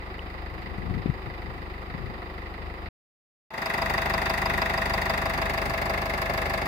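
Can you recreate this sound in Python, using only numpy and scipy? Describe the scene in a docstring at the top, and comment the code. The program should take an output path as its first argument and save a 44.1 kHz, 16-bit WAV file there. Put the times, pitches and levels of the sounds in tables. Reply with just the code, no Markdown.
"""Around a parked car, its engine idles at about 25 firings a second, heard first under a cloth cover
while wind bumps the microphone. After a short silence it fades in again from close above the open engine bay.
Every firing gives a low throb, a clatter in the block, a bright knock and a puff of hiss: sums of tones,
shaped noise and ringing modes, in a pattern that repeats every four firings."""
import sys
import numpy as np
from scipy.fft import rfft, irfft, next_fast_len
from scipy.io import wavfile
from scipy.ndimage import uniform_filter1d, map_coordinates

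SR = 44100
rng = np.random.default_rng(int(sys.argv[2]) if len(sys.argv) > 2 else 0)


def materialize(psi):
    """Save the field psi as 16-bit PCM at rate SR to the path in sys.argv[1].

    A 1-D psi becomes a single channel; in a 2-D psi each row is a channel.
    """
    bounded = np.clip(np.atleast_2d(psi).T, -1, 1)
    quanta = np.round(bounded * 32767).astype(np.int16)
    wavfile.write(sys.argv[1], SR, quanta)


N = 294147

# The four beats of a cycle. Each row: knock strength in dB, valve tick strength in dB.
BEATS = [(0, -10), (0.5, -3.5), (0.5, -1), (1.5, -5.5)]
# Tones of the low throb, under the cover and in the open.
# Each row: multiple of the firing rate, relative level in dB.
COVERED_ORDERS = [(1, -12), (2, -0.5), (3, -1.5), (4, -11)]
OPEN_ORDERS = [(1, -9), (2, 2.5), (3, -0.5), (4, -8.5), (5, -5.5), (6, -10), (7, -7.5), (8, -7)]
# Steady hum of the parts geared to the shaft. 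Each row: multiple of the firing rate, relative level in dB.
COVERED_HUM = [(15, -1.6), (21, -0.26), (29.5, -0.8), (34, -1.5)]
OPEN_HUM = [(15, -8), (21, -9.5), (26, 0.5), (27, 0), (31.5, -5), (35, -5.5)]
# What each firing rings: the castings, the cylinder head (open, then covered) and the valves.
# Each row: frequency in Hz, relative level in dB, time to die away by 60 dB in seconds,
# spread between the four beats in dB.
CASTING_MODES = [(584, -11, 0.081, 3.5), (788, -1, 0.099, -1.5), (986.4, 6, 0.054, 0.5),
                 (1053, -3, 0.09, -1), (1151, -8.5, 0.049, -7)]
HEAD_MODES = [(1897, 1, 0.026, 5), (1970, -1, 0.031, 0), (2680, -22.5, 0.044, 0)]
COVERED_HEAD_MODES = [(1886, -3, .03, 2.5), (1988, 7, 0.038, 1.5)]
VALVE_MODES = [(3710, -1.5, 0.052, 7), (4925, 1, 0.033, 13)]
# Colour of the block's clatter: covered, over the middle of the bay, toward its side.
# Each row: frequency in Hz, relative level in dB per Hz.
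COVERED_BLOCK = [(50, -25), (85, -10.5), (103, -19.5), (204, -11.5), (242, -18), (377, -9), (415, -17),
                 (534, -16.5), (560, -20.5), (721, -15.5), (784, -17.5), (1220, -19.5), (1500, -28),
                 (1950, -67.5), (3300, -120)]
MIDDLE_BLOCK = [(59, -22), (100, -5), (184, -4), (307, -9), (376, -3), (446, -11.5), (529, -7.5),
                (599, -10), (656, -2), (718, -5), (975, -5.5), (1240, -8.5), (1500, -20), (1950, -40),
                (3300, -120)]
SIDE_BLOCK = [(59, -16), (100, -1.5), (226, -13), (280, -4.5), (311, -13.5), (376, -5), (441, -11.5),
              (663, -2), (726, -8.5), (814, -4.5), (943, -22), (1030, -7.5), (1500, -16), (1950, -28),
              (3300, -120)]
# Colour of the bright knock in the same three places.
# Each row: frequency in Hz, relative level in dB per Hz.
COVERED_KNOCK = [(820, -25), (1400, -19.5), (1490, -13), (1810, -4.5), (1960, -3.5), (2280, -8.5),
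                 (2540, -9.5), (3400, -20), (3670, -15), (4460, -21.5), (4880, -15), (5340, -34),
                 (5800, -39.5), (7540, -65), (12800, -120)]
MIDDLE_KNOCK = [(820, -59), (1400, -9.5), (1530, -10), (1920, -6.5), (2020, -5.5), (2270, -13), (2650, -11),
                (3050, -26), (3560, -17.5), (3710, -16), (4130, -26.5), (4940, -31), (5340, -42),
                (5800, -31), (7540, -46), (12800, -120)]
SIDE_KNOCK = [(820, -42), (1400, -28), (1540, -11), (1710, 6.5), (1920, -5), (2120, 5), (2430, -8.5),
              (2660, -3.5), (3140, -18), (3540, -12), (4110, -16), (4820, -23), (5800, -25), (7540, -68),
              (12800, -120)]
# Colour of the hiss. Each row: frequency in Hz, relative level in dB per Hz.
COVERED_HISS = [(3000, -31.5), (4800, 3), (5600, 0), (7000, 0.5), (9000, -1.5), (12000, 1), (13600, 2.5),
                (15500, 1.5)]
OPEN_HISS = [(3000, -17), (4800, 16), (5600, -0.5), (7000, 1.5), (9000, -2), (11000, 0.5), (14000, 0.5),
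             (15500, 2)]
# Stereo width of the noisy engine sounds. Each row: frequency in Hz, side level minus mid level in dB.
WIDTH = [(100, -8.5), (300, -21), (600, -5.5), (900, -2), (1300, 4), (2000, 1.5), (4000, 0), (12000, 0.5)]
# Colour of the wind outside and of the air in the bay.
# Each row: frequency in Hz, relative level in dB per Hz.
BUFFET_COLOUR = [(15, -15), (30, -6.5), (60, 4), (110, 6.5), (200, 1.5), (300, -8), (500, -12), (1000, -64)]
ROAR_COLOUR = [(25, -14), (50, -4), (90, 1), (150, -3), (190, -4), (260, -8.5), (500, -14), (1200, -41)]
# Wind bumps on the microphone. Each row: centre in seconds, level before panning in dB, frequency in Hz.
BUMPS = [(0.536, -31.5, 120), (.785, -24, 130), (0.911, -18.5, 102.4), (1.0604, -12.5, 218),
         (1.0994, -13.5, 117), (1.277, -26, 110), (1.9501, -21.5, 150)]
# Gusts on the microphone. Each row: peak time in seconds, level before flutter and panning in dB,
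# rise time in seconds, fall time in seconds.
GUSTS = [(.92, -34, .17, .2), (1.09, -34.5, .03, .03), (1.46, -46.5, .08, .2), (2.06, -38, 0.085, .07),
         (2.63, -45, .03, .04), (5.67, -35, .04, .05)]
# How the idle settles, under the cover and in the open.
# Each row: first knock in seconds, extra firings a second at first, settling time in seconds.
COVERED_RUN = (.0191, .12, 1.08)
OPEN_RUN = (3.5366, .056, 1.75)

COVERED_END_S, OPEN_START_S = 2.888, 3.505
IDLE_HZ = 25  # firings a second once settled
TOP_HZ = 15750  # upper band limit
# base levels that the engine's layers are set against
COVERED_THROB_DB, COVERED_BLOCK_DB, COVERED_KNOCK_DB = -39.5, -41, -46
OPEN_THROB_DB, OPEN_BLOCK_DB, OPEN_KNOCK_DB = -35.5, -33.5, -32
# the open bay fades in; its throb stays low a moment longer, then comes up quickly
FADE_START_S, FADE_S = 3.4935, 0.12
BASS_IN_S, BASS_RISE_S, BASS_HELD_DB = 3.745, 0.056, -10.5
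# the microphone moves once, part of the way from the middle of the bay to its side, where the knock is weaker
MOVE_START_S, MOVE_S, MOVE_SHARE = 4.88, 0.9, 0.61
SIDE_KNOCK_DB = -3  # change for the whole way
# moving air between gusts, before flutter and panning
BREEZE_DB, AIRFLOW_DB = -55, -47.5


def covered_engine(turn):
    """Through bonnet and cloth the knocks are dull and smeared."""
    throb_db, block_db, knock_db = COVERED_THROB_DB, COVERED_BLOCK_DB, COVERED_KNOCK_DB
    beat_db = np.transpose(BEATS)[0]
    block = contacts(turn, alike=0.34, fresh=0.295)
    block = block * surge(turn, delay=0.0008, rise=0.0044, decay=0.012, rest_db=-2.5)
    knock = contacts(turn, alike=0.093, fresh=0.51)
    knock = knock * surge(turn, delay=-0.00087, rise=0.0047, decay=0.017, rest_db=-4.5)
    hiss = rng.standard_normal((2, N))
    hiss = hiss * surge(turn, delay=-0.0024, rise=0.004, decay=0.011, rest_db=-1)
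    ping = struck(turn, 0.002997, beat_db, COVERED_HEAD_MODES, scatter_db=0.7, attack=0.002)
    return (amp(throb_db) * throb(turn, COVERED_ORDERS, lead=0.366) * pan(4.0)
            + amp(block_db) * radiate(block, COVERED_BLOCK) * pan(-0.3)
            + amp(knock_db) * radiate(knock, COVERED_KNOCK) * pan(-2.3)
            + amp(block_db - 11.0) * hum(turn, COVERED_HUM, waver=0.56)
            + amp(knock_db - 8.0) * ping
            + amp(knock_db - 19.5) * radiate(hiss, COVERED_HISS))


def open_engine(turn):
    """Close above the bay every firing knocks sharply and rings the castings."""
    aside = MOVE_SHARE * ramp(MOVE_START_S, MOVE_S)  # 0 over the middle, 1 at the side
    throb_db = OPEN_THROB_DB + BASS_HELD_DB * (1 - ramp(BASS_IN_S, BASS_RISE_S))
    block_db, knock_db = OPEN_BLOCK_DB, OPEN_KNOCK_DB + SIDE_KNOCK_DB * aside
    beat_db, tick_db = np.transpose(BEATS)
    block = contacts(turn, alike=0.14, fresh=0.24)
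    block = block * surge(turn, delay=-0.00096, rise=0.0045, decay=0.016, rest_db=-6.5)
    knock = contacts(turn, alike=0.16, fresh=0.28)
    knock = knock * surge(turn, delay=-0.00081, rise=0.0077, decay=0.0083, rest_db=-7.5)
    hiss = rng.standard_normal((2, N))
    hiss = hiss * surge(turn, delay=-0.002, rise=0.0062, decay=0.0086, rest_db=-15.5,
                        scatter_db=1, seat=0.18)
    body = (1 - aside) * radiate(block, MIDDLE_BLOCK) + aside * radiate(block, SIDE_BLOCK)
    bright = (1 - aside) * radiate(knock, MIDDLE_KNOCK) + aside * radiate(knock, SIDE_KNOCK)
    ring = struck(turn, 0.001934, beat_db, CASTING_MODES, scatter_db=1.5, attack=0.0024)
    ping = struck(turn, 0.0054, beat_db, HEAD_MODES, scatter_db=1.5, attack=0.0035)
    tick = struck(turn, 0.000988, tick_db, VALVE_MODES, scatter_db=1.5, attack=0.0021)
    # the ringing of the cylinder head (ping) is strongest straight above it
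    return (amp(throb_db) * throb(turn, OPEN_ORDERS, lead=0.323) * pan(2.5)
            + amp(block_db + 2.5) * body * pan(1.8)
            + amp(block_db - 4) * hum(turn, OPEN_HUM, waver=0.25) * pan(0.8)
            + amp(block_db - 6.0 - 7.0 * aside) * ring * pan(0.8)
            + amp(knock_db + 1.0) * bright * pan(1)
            + amp(knock_db - 2.5 - 10 * aside) * ping * pan(-0.4)
            + amp(knock_db - 18.0 - 12.0 * aside) * tick * pan(13.0)
            + amp(knock_db - 10.5 + 1 * aside) * radiate(hiss, OPEN_HISS) * pan(2.4))


def crank(first_knock, fast_hz, settle, unsteady=0.0016):
    """Firings counted from a first knock; the shaft starts a little fast, settles and never turns quite evenly."""
    firing_rate = IDLE_HZ + fast_hz * (1 - ramp(first_knock, settle))
    turn = np.cumsum(firing_rate) / SR
    return turn - np.interp(first_knock, clock(), turn) + unsteady * wobble(12)


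def throb(turn, orders, lead):
    """The low pressure pulse of each firing, a share of a beat ahead of the knock, slightly uneven in level."""
    tones = sum(amp(db) * np.cos(2 * np.pi * round(k) * (turn + lead)) for k, db in orders)
    return unit(tones) * amp(1.0 * wobble(13))


def contacts(turn, alike, fresh):
    """Dense tiny impacts as noise: part recurs at every firing, part once a cycle, part never."""
    size = round(SR / IDLE_HZ)  # samples in one firing

    def recurring(length):
        """Two noise loops of equal strength at all pitches, played at the shaft's pace."""
        pattern = irfft(np.exp(2j * np.pi * rng.random((2, length // 2 + 1))), length)
        place = [turn * size % length]
        return unit(np.array([map_coordinates(p, place, mode="grid-wrap") for p in pattern]))

    every_firing = recurring(size)
    every_cycle = recurring(size * len(BEATS))
    locked = np.sqrt(alike) * every_firing + np.sqrt(1 - alike) * every_cycle
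    return np.sqrt(1 - fresh) * locked + np.sqrt(fresh) * rng.standard_normal((2, N))


def surge(turn, delay, rise, decay, rest_db, scatter_db=1.65, seat=0.64, seat_lag=0.008):
    """Each firing swells, strikes again as a valve seats, and dies away into the running noise of the chain."""
    count, part = np.divmod(turn - delay * IDLE_HZ, 1)
    count = count.astype(int)
    age = part / IDLE_HZ  # seconds since the firing
    scatter = scatter_db * rng.standard_normal(np.ptp(count) + 1)  # one draw per firing
    strength = amp(np.array(BEATS)[count % len(BEATS), 0] + scatter[count - count.min()])

    def swell(t):
        """A smooth rise, then an exponential fall."""
        rising = np.sin(np.pi / 2 * np.clip(t / rise, 0, 1)) ** 2
        return rising * np.exp(-np.maximum(t - rise, 0) / decay)

    strikes = strength * np.hypot(swell(age), seat * swell(age - seat_lag))
    return np.hypot(strikes, amp(rest_db))


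def struck(turn, delay, beat_db, modes, scatter_db, attack):
    """One blow per firing rings a set of modes; each beat of the cycle has its own mix of them. Rms 1."""
    count = np.floor(turn - delay * IDLE_HZ).astype(int)
    starts = np.flatnonzero(np.diff(count)) + 1
    t = np.arange(SR // 4) / SR
    rings = np.array([amp(db - 60 * t / t60) * np.sin(2 * np.pi * hz * t) for hz, db, t60, _ in modes])
    rings = rings * (1 - np.exp(-t / attack))
    mix = rng.standard_normal((len(BEATS), len(modes)))
    mix = (mix - mix.mean(axis=0)) / mix.std(axis=0)
    mix_db = np.transpose(modes)[-1] * mix + beat_db[:, None]
    out = np.zeros(N + len(t))
    for start in starts:
        blow_db = mix_db[count[start] % len(BEATS)] + scatter_db * rng.standard_normal(len(modes))
        out[start:start + len(t)] += amp(blow_db) @ rings
    return unit(out[:N])


def hum(turn, orders, waver):
    """Clean tones locked to the shaft, each wavering a little in phase, rms 1."""
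    total = 0
    for k, db in orders:
        half_step = round(2 * k) / 2  # whole or half multiples only
        phase = 2 * np.pi * half_step * turn - k / 2 + waver * wobble(2.97)
        total = total + amp(db) * np.cos(phase)
    return unit(total)


def radiate(pair, spectrum):
    """Colour two noisy signals and spread them as mid and side, rms 1."""
    def response(hz):
        """Shared colour, with the side channel weighted by the width."""
        return amp(along(spectrum, hz)) * amp([0 * hz, along(WIDTH, hz)])

    mid, side = filtered(pair, response)
    return unit(np.array([mid + side, mid - side]))


def wind():
    """A light gust rumbles on the microphone, with a few single pushes of air."""
    flutter = amp(2.3 * wobble(25.36))
    rumble = air_strength(BREEZE_DB) * flutter * buffet(BUFFET_COLOUR, shared=0.71)
    for s, db, hz in BUMPS:
        cycles = (clock() - s) * hz
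        rumble = rumble - amp(db) * np.sin(2 * np.pi * cycles) * np.exp(-np.abs(cycles / 0.32) ** 1.2)
    return rumble * pan(12.0)


def airflow():
    """Air stirred up in the bay rumbles on the microphone."""
    flutter = amp(3.0 * wobble(9.2))
    return air_strength(AIRFLOW_DB) * flutter * buffet(ROAR_COLOUR, shared=1.0) * pan(1.0)


def air_strength(steady_db):
    """Each gust swells and dies away over a steady draught; their powers add."""
    t = clock()
    gusts = [amp(db) * np.exp(-np.maximum((s - t) / rise, (t - s) / fall)) for s, db, rise, fall in GUSTS]
    return np.sqrt(amp(steady_db) ** 2 + np.sum(np.square(gusts), axis=0))


def buffet(spectrum, shared):
    """Moving air on the two microphone ports, only partly alike, rms 1."""
    ports = rng.standard_normal((2, N)) + shared * rng.standard_normal(N)
    return unit(filtered(ports, lambda hz: amp(along(spectrum, hz))))


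def squeak(s=0.1937, hz=2880, db=-29, width=0.00088):
    """One tiny high squeak: a tone under a very short bell-shaped swell."""
    t = clock() - s
    return amp(db) * np.sin(2 * np.pi * hz * t) * np.exp(-(t / width) ** 2) * pan(3.3)


def brief_ring(s=3.507, hz=890, db=-41, t60=0.66):
    """A faint short ringing note: one tone dying away by 60 dB in t60 seconds."""
    t = np.maximum(clock() - s, 0)
    return amp(db - 60 * t / t60) * np.sin(2 * np.pi * hz * t)


def amp(db):
    """Decibels to gain."""
    return 10 ** (np.asarray(db) / 20)


def unit(x):
    """Scale to rms 1."""
    return x / np.sqrt(np.mean(x ** 2) + 1e-20)


def clock():
    """Seconds at every sample."""
    return np.arange(N) / SR


def ramp(start, length):
    """From 0 to 1 in length seconds."""
    return np.clip((clock() - start) / length, 0, 1)


def wobble(rate):
    """A smooth random curve, rate knots a second."""
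    knots = rng.standard_normal(int(N * rate / SR) + 4)
    return map_coordinates(knots, [clock() * rate])


def along(points, hz):
    """Read a curve of (Hz, value) points on a log frequency axis."""
    f, v = np.transpose(points)
    return np.interp(np.log(hz + 1), np.log(f + 1), v)


def filtered(x, response):
    """x times a response of frequency."""
    m = next_fast_len(N + SR // 2)  # spare room so the end does not wrap onto the start
    return irfft(rfft(x, m) * response(np.fft.rfftfreq(m, 1 / SR)), m)[..., :N]


def pan(left_db):
    """Gains of the two channels for a left-minus-right level."""
    return amp(np.array([[left_db], [-left_db]]) / 2)


def scene():
    """The covered car, a silence, then the open bay fading in."""
    covered_turn, open_turn = crank(*COVERED_RUN), crank(*OPEN_RUN)
    # on/off switches with edges softened over 64 samples
    before = uniform_filter1d(1.0 * (clock() < COVERED_END_S), size=64)
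    after = uniform_filter1d(1.0 * (clock() > OPEN_START_S), size=64)
    fade = 1 - np.exp(-np.maximum(clock() - FADE_START_S, 0) / FADE_S)
    covered = covered_engine(covered_turn) + wind() + squeak()
    opened = fade * (open_engine(open_turn) + airflow()) + brief_ring()
    return before * covered + after * opened


def record(dry):
    """Cut the sound off steeply above the band limit."""
    return filtered(dry, lambda hz: 1 / (1 + (hz / TOP_HZ) ** 200))


dry = scene()
out = record(dry)
materialize(out)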